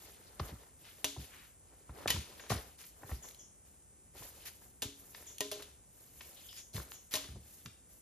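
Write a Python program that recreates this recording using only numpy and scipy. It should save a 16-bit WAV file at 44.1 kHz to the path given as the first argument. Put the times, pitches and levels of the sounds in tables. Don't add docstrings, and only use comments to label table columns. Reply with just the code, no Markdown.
import sys
import numpy as np
from scipy import signal
from scipy.fft import rfft, irfft
from scipy.io import wavfile
from scipy.ndimage import uniform_filter1d

SR = 44100
rng = np.random.default_rng(int(sys.argv[2]) if len(sys.argv) > 2 else 0)


def wav_out(sig):
    wavfile.write(sys.argv[1], SR, np.round(np.clip(np.atleast_2d(sig).T, -1, 1) * 32767).astype(np.int16))


N = 353505


def amp(db):
    return 10 ** (np.asarray(db) / 20)


def rms_one(x):
    return x / np.sqrt(np.mean(x ** 2) + 1e-20)


def at_hz(points, hz):
    p = np.array(points, float)
    return np.interp(np.log(hz + 1), np.log(p[:, 0] + 1), p[:, 1])


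def add(out, start_s, sound):
    i = round(start_s * SR)
    out[i:i + len(sound)] += sound[:N - i]


def dying(t, t60, rise_s):
    return amp(-60 * t / max(t60, .004)) * (1 - np.exp(-t / rise_s))


def band(x, order, edges_hz):
    return signal.sosfilt(signal.butter(order, edges_hz, "band", fs=SR, output="sos"), x)


def colour(x, spectrum):
    log_gain = np.log(amp(at_hz(spectrum, np.linspace(0, SR / 2, 2049))))
    cepstrum = irfft(log_gain)
    cepstrum[1:2048] *= 2
    cepstrum[2049:] = 0
    kernel = irfft(np.exp(rfft(cepstrum)))
    return signal.fftconvolve(x, kernel / np.sqrt(np.sum(kernel ** 2)))[:len(x)]


def drift(rate_hz):
    r = np.exp(-80 * np.pi * rate_hz / SR)
    slow = signal.lfilter([1], [1, -2 * r, r * r], rng.standard_normal(N // 40 + 2002))[2000:]
    return np.interp(np.arange(N) / 40, np.arange(len(slow)), rms_one(slow))


# start_s, crack level_db, chatter t60_s, then level_db of the shaft's three low bending modes
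POLE_BLOWS = [(1.044, -17, 0.047, -47, -50, -46.5), (2.076, -23.5, 0.045, -56, -56, -58),
              (2.1039, -16, 0.045, -68, -67, -65), (4.8208, -24, 0.11, -48.5, -48.5, -53),
              (5.4064, -19, 0.036, -47, -39.5, -42.5), (5.5151, -29, 0.13, -52, -41, -38.5),
              (5.6235, -37, 0.059, -80, -80, -71), (7.1387, -22, 0.078, -50.5, -44, -41),
              (7.1544, -22.5, 0.087, -49, -45, -49)]
# frequency_hz, relative level_db (per Hz)
CRACK_COLOUR = [(400, -2.5), (1000, -2), (2000, -5), (3600, 5), (5100, -1), (6500, 3.5), (9000, 0.5),
                (13000, -4), (16000, -2.5)]
# pitch_hz, t60_s
SHAFT_LOW_MODES = [(279.4, 0.52), (414.6, 0.36), (621, 0.2)]
# pitch_hz, level_db (against the crack), t60_s
SHAFT_UPPER_MODES = [(793, -37, 0.1), (1008, -29, 0.17), (1850, -23, 0.082), (2570, -27, 0.053),
                     (2850, -23, 0.09), (3240, -30, .045), (3700, -36, 0.06)]
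SHAFT_SHIFT = 0.022


def poles():
    cracks, blows, rings = np.zeros(N), np.zeros(N), np.zeros(N)
    t = np.arange(SR) / SR
    noise = rng.standard_normal((len(POLE_BLOWS), 4096))
    luck = rng.standard_normal((len(POLE_BLOWS), len(SHAFT_UPPER_MODES)))
    for (start_s, crack_db, t60, *low_db), hiss, chances in zip(POLE_BLOWS, noise, luck):
        t_crack = t[:len(hiss)]
        skip = 0.64 + 0.11 * np.cos(2 * np.pi * 190 * t_crack)
        contact = dying(t_crack, t60, 0.00057) + 1.57 * dying(t_crack, 0.0021, .0001)
        crack = amp(crack_db) * hiss * skip ** 2 * contact
        add(cracks, start_s, crack)
        add(blows, start_s, np.sqrt([np.sum(crack ** 2)]))
        modes = [(hz, db, ring_t60) for (hz, ring_t60), db in zip(SHAFT_LOW_MODES, low_db)]
        for (hz, db, ring_t60), chance in zip(SHAFT_UPPER_MODES, chances):
            modes.append((hz * (1 + SHAFT_SHIFT * chance), crack_db + db + 3.9 * chance, ring_t60))
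        for hz, db, ring_t60 in modes:
            add(rings, start_s, amp(db) * np.sin(2 * np.pi * hz * t) * dying(t, ring_t60, 3.3 / hz))
    rings = rings * amp(2.5 * drift(79))
    return colour(cracks, CRACK_COLOUR), colour(blows, CRACK_COLOUR), rings


# start_s, level_db (of the sine, before its envelope), settling pitch_hz, t60_s
BOOT_LANDINGS = [(0.403, -30, 59, 0.18), (0.516, -31.5, 54.5, 0.12), (1.172, -31, 65.5, 0.16),
                 (1.894, -31.5, 57.6, 0.12), (2.059, -44, 70.4, 0.47), (2.14, -34, 73.4, 0.25),
                 (2.171, -30, 66.5, 0.13), (2.504, -24, 88, 0.13), (2.549, -38, 62.4, 0.2),
                 (3.041, -45.5, 76, 0.14), (3.113, -29.5, 59.4, 0.18), (3.118, -30, 93.5, 0.04),
                 (4.203, -46.5, 92, 0.1), (4.851, -33, 80.5, 0.094), (6.745, -29.5, 70.3, 0.11),
                 (6.773, -28, 60.4, 0.12), (7.285, -45, 67.6, 0.56), (7.348, -40, 66.7, 0.23),
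                 (7.654, -42, 102.6, 0.14)]


def thuds():
    out, t = np.zeros(N), np.arange(SR // 2) / SR
    noise = rng.standard_normal((len(BOOT_LANDINGS), len(t)))
    for (start_s, db, hz, t60), hiss in zip(BOOT_LANDINGS, noise):
        pitch = hz * (1 + 1.28 * np.exp(-t / 0.0097))
        rough = rms_one(band(hiss, 2, [hz * .5, hz * 2.4]))
        push = np.sin(2 * np.pi * np.cumsum(pitch) / SR) + 0.55 * rough
        add(out, start_s, amp(db) * push * dying(t, t60, 0.0079))
    return out


def grains(spectrum, per_s, spread_db, flutter_db, cycles, hiss):
    size = amp(spread_db * np.minimum(rng.exponential(1, N), 4)) * rng.choice([-1, 1], N)
    clicks = size * (rng.random(N) < per_s / SR) + 1e-18
    dealt = rng.integers(0, 16, N)
    breaks = 0
    for k, hz in enumerate(np.geomspace(spectrum[0][0], spectrum[-1][0], 16)):
        r = amp(-60 * hz / (cycles * SR))
        w = 2 * np.pi * hz / SR
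        ringing = signal.lfilter([1, 0, -1], [1, -2 * r * np.cos(w), r * r], clicks * (dealt == k))
        breaks = breaks + np.sqrt(hz) * rms_one(ringing)
    ground = colour(rms_one(breaks) + hiss * rng.standard_normal(N), spectrum)
    return rms_one(ground * amp(flutter_db * drift(21.5)))


# frequency_hz, relative level_db (per Hz)
GRIT_COLOUR = [(900, -12.5), (1800, -5), (3000, -1), (5000, -3), (7000, -8), (9000, -3.5), (12000, -10)]
LEAF_COLOUR = [(4000, -22), (7000, -6), (8500, -6.5), (10000, -8.5), (13000, -5.5), (16000, -13)]
STONE_COLOUR = [(60, 9.5), (150, -8), (400, 1.5), (1000, -4.5), (2000, -10), (4000, -44.5)]
# start_s, length_s, grit scuff level_db, fine leaf rustle level_db, grinding stones level_db
BOOT_DRAGS = [(-.04, 0.14, -58.5, -60, -61.5), (0.066, 0.56, -66, -68.5, -63.5),
              (0.388, 0.06, -57.5, -56, -51.5), (0.59, 0.056, -82, -72, -66),
              (0.762, 0.27, -65, -62.5, -67), (1.164, 0.088, -57.5, -56.5, -64.5),
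              (1.308, 0.1, -64, -62, -67.5), (1.587, 0.39, -74.5, -75, -69.5),
              (1.924, 0.11, -59, -64.5, -53), (2.075, 0.013, -40, -70, -43.5),
              (2.242, 0.23, -60.5, -64, -60), (2.491, 0.065, -48.5, -52, -49), (2.768, 0.1, -64, -57, -71),
              (2.934, 0.17, -69.5, -64, -61.5), (3.046, 0.096, -58, -55.5, -75),
              (3.212, 0.035, -61, -57.5, -54), (3.644, 0.022, -70, -66, -71), (4.132, 0.12, -58, -52, -59),
              (4.297, 0.21, -61.5, -59, -64.5), (4.598, 0.013, -67, -58, -64),
              (4.93, 0.28, -72.5, -61.5, -66.5), (5.09, 0.24, -62, -61, -69),
              (5.526, 0.11, -59.5, -65, -61.5), (5.855, 0.45, -73, -62.5, -73.5),
              (6.137, 0.26, -65, -59, -67), (6.343, 0.22, -64.5, -58, -72.5),
              (6.733, 0.018, -52, -46.5, -50.5), (6.892, 0.011, -75, -52, -62),
              (7.114, 0.1, -53, -77, -56.5), (7.392, 0.22, -67.5, -60.5, -72),
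              (7.878, 0.051, -74.5, -61.5, -75)]
DRAG_ATTACK_S, DRAG_SWELL, DRAG_RELEASE_DB_PER_S = 0.021, .25, 112


def scuffing():
    start_s, length_s, *levels = np.transpose(BOOT_DRAGS)
    length_s = length_s[:, None]
    coarse = np.arange(0, N, 64)
    since = coarse / SR - start_s[:, None]
    bear_down = np.clip(since / (DRAG_ATTACK_S + DRAG_SWELL * length_s), 0, 1)
    press = bear_down * amp(-DRAG_RELEASE_DB_PER_S * np.maximum(since - length_s, 0))
    grit, leaves, stones = [np.interp(np.arange(N), coarse, np.sqrt(amp(db) ** 2 @ press ** 2))
                            for db in levels]
    return (grit * grains(GRIT_COLOUR, 3000, spread_db=2.0, flutter_db=2.0, cycles=24, hiss=1.0)
            + leaves * grains(LEAF_COLOUR, 5000, spread_db=3.5, flutter_db=3.0, cycles=42, hiss=1.0)
            + stones * grains(STONE_COLOUR, 1500, spread_db=1.5, flutter_db=2.5, cycles=11.7, hiss=0.88))


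# broad ones like sole scrapes, narrow ones whistly, of unknown source.
# start_s, level_db (before the envelope), centre_hz, width_octaves, length_s
SHORT_SCRAPES = [(0.26, -65, 4530, 0.6, 0.037), (0.395, -43.5, 3600, 1.05, 0.011),
                 (0.471, -57, 2950, 1.9, 0.043), (0.841, -59.5, 2260, 1.9, 0.095),
                 (1.291, -59.5, 1860, 1.5, 0.19), (2.495, -37, 3480, 3, 0.042),
                 (2.781, -54.5, 3100, 3.6, 0.054), (4.451, -45, 8200, 5.8, 0.045),
                 (6.365, -59, 3380, 0.52, .04), (6.435, -62, 3240, 0.23, 0.044),
                 (6.486, -51, 3340, 0.25, 0.011), (6.494, -60, 3200, 0.3, 0.063),
                 (3.145, -61.5, 5200, 0.4, 0.036), (6.471, -62, 5030, 0.17, 0.16),
                 (6.555, -51.5, 4400, 2.5, 0.061), (6.729, -52.5, 5900, 1.4, 0.09),
                 (7.108, -43, 4960, 3.7, 0.084)]


def short_scrapes():
    out, t = np.zeros(N), np.arange(SR // 2) / SR
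    shape = (len(SHORT_SCRAPES), len(t))
    noise = rng.standard_normal(shape) * amp(4.6 * np.minimum(rng.exponential(1, shape), 4))
    for (start_s, db, hz, octaves, length_s), rough in zip(SHORT_SCRAPES, noise):
        edges = np.clip(hz * 2 ** (np.array([-.5, .5]) * max(octaves, .1)), 100, 19000)
        banded = rms_one(band(rough, 2, edges))
        swell = 1 - np.exp(-t / (0.084 * length_s))
        add(out, start_s, amp(db) * banded * np.exp(-(t / length_s) ** 3) * swell)
    return out * amp(1.33 * drift(98))


# start_s, level_db (loudest 2 ms), pitch_hz, t60_s
PEBBLE_TICKS = [(0.398, -33.5, 490, 0.027), (0.491, -48.5, 517, 0.082), (0.633, -57, 900, 0.024),
                (1.163, -48, 500, 0.058), (1.893, -50, 760, 0.033), (2.058, -28.5, 490, 0.023),
                (2.161, -43, 820, 0.035), (2.396, -47.5, 1740, 0.04), (2.438, -52, 1700, 0.028),
                (2.463, -53, 1900, 0.048), (2.503, -30, 730, 0.049), (2.516, -30.5, 535, 0.051),
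                (2.839, -55, 3280, 0.065), (3.033, -46.5, 770, 0.029), (3.093, -48, 740, 0.092),
                (3.114, -43, 1050, 0.025), (3.287, -48, 6920, 0.013), (3.31, -52, 6460, 0.015),
                (3.346, -52, 9200, 0.015), (4.152, -54, 575, 0.033), (4.221, -49, 586, 0.032),
                (4.461, -52, 5600, 0.017), (5.147, -45.5, 2400, 0.022), (5.315, -57, 6790, 0.016),
                (5.383, -38, 10000, 0.012), (5.595, -54, 900, 0.088), (2.08, -28, 3500, 0.022),
                (4.483, -47, 6030, 0.0087), (6.208, -45.5, 2100, 0.032), (6.529, -47, 5100, 0.0061),
                (6.765, -40.5, 4000, 0.019), (6.8, -45, 640, 0.012), (6.882, -64, 1070, 0.025),
                (6.919, -41, 3180, 0.0065), (5.225, -56, 1100, .02), (6.78, -45, 895, .015),
                (7.242, -49.5, 4360, 0.027), (7.288, -56, 900, 0.018), (7.358, -56, 347, 0.035),
                (7.659, -43.5, 3570, 0.02)]


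def ticks():
    out, t = np.zeros(N), np.arange(4096) / SR
    noise = rng.standard_normal((len(PEBBLE_TICKS), len(t)))
    for (start_s, db, hz, t60), hiss in zip(PEBBLE_TICKS, noise):
        contact = dying(t, t60, 0.00066) + 0.48 * dying(t, 0.0032, .0001)
        knock = band(hiss * contact, 3, [hz * 0.266, min(hz * 1.95, .45 * SR)])
        loudest = np.sqrt(np.max(uniform_filter1d(knock ** 2, size=88)))
        add(out, start_s, amp(db) * knock / loudest)
    return out


# start_s, level_db (before the mix), starting pitch_hz of the fundamental
BIRD_CHIPS = [(2.402, -56, 3520), (3.224, -49, 3610), (3.388, -51.5, 3460), (5.265, -48, 3630),
              (6.573, -49.5, 3570), (6.934, -52, 3550)]


def bird():
    out, t = np.zeros(N), np.arange(2048) / SR
    progress = np.clip(t / 0.015, 0, 1)
    shape = np.sqrt(np.sin(np.pi * progress) + 1e-9)
    for start_s, db, hz in BIRD_CHIPS:
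        phase = 2 * np.pi * np.cumsum(hz * (1 - 0.275 * progress ** 2.22)) / SR
        add(out, start_s, amp(db) * shape * (np.sin(2 * phase) + 0.15 * np.sin(phase)))
    return out


TRUNKS_DB, TRUNKS_T60_S, TRUNKS_HZ = -7.5, 0.46, (1600, 8800)


def trunks(x):
    t = np.arange(SR) / SR
    tail = rng.standard_normal(SR) * dying(t, TRUNKS_T60_S, 0.00053)
    tail = band(tail, 1, TRUNKS_HZ)
    return amp(TRUNKS_DB) * signal.fftconvolve(x, tail / np.sqrt(np.sum(tail ** 2)))[:N]


# frequency_hz, relative level_db (per Hz)
FLOOR_COLOUR = [(25, -21.5), (45, 2.5), (65, 2.5), (120, -5), (400, -13.5), (1200, -22.5), (4500, -31),
                (7000, -18), (8500, -7.5), (11000, -29), (16000, -33)]
FLOOR_DB = -61


def background_noise():
    return amp(FLOOR_DB + 0.094 * drift(1.3)) * colour(rng.standard_normal(N), FLOOR_COLOUR)


def spread(hits, chips):
    scatter = trunks(hits + amp(10) * chips)
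    return scuffing() + short_scrapes() + background_noise() + scatter


# frequency_hz, common share (0 to 1)
PORT_LIKENESS = [(60, 0.97), (200, 0.6), (500, 0.78), (1300, 0.09), (2200, 0.92), (4000, 0.5), (6500, 0.29),
                 (8000, 1), (14000, 0.92)]


def scene():
    (cracks, blows, rings), pebbles, chips = poles(), ticks(), bird()
    direct = rfft(cracks + rings + pebbles + thuds() + amp(-1) * chips)
    alike = np.clip(at_hz(PORT_LIKENESS, np.arange(len(direct)) * SR / N), 0, 1)
    common = np.sqrt((1 + alike) / 2) * rfft(spread(blows + pebbles, chips))
    apart = np.sqrt((1 - alike) / 2) * rfft(spread(blows + pebbles, chips))
    return irfft([direct + common + apart, direct + common - apart], N)


# frequency_hz, left port's lead_rad
PHASE_LEAD = [(0, 0), (1500, .4), (2000, .1), (3360, 1.2), (4900, .5), (5700, -.8), (6300, -1),
              (7670, -2.6), (8400, -3.14), (8900, -3.6), (11100, -6.1), (12500, -6.4), (15200, -9.4),
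              (16100, -9.3)]
# frequency_hz, left over right level_db
LEVEL_BALANCE = [(300, 0), (1000, .7), (2000, 1.5), (3300, 3), (5500, 3.8), (8000, 0), (15000, 0)]
STOPBAND_EDGE_HZ = 16583


def record(dry):
    hz = np.arange(N // 2 + 1) * SR / N
    left = amp(at_hz(LEVEL_BALANCE, hz) / 2) * np.exp(.5j * np.interp(hz, *np.transpose(PHASE_LEAD)))
    ports = irfft(rfft(dry) * [left, 1 / left], N)
    ports = signal.sosfilt(signal.butter(2, 42, "high", fs=SR, output="sos"), ports)
    return signal.sosfilt(signal.cheby2(12, 70, STOPBAND_EDGE_HZ, fs=SR, output="sos"), ports)


dry = scene()
out = record(dry)
wav_out(out)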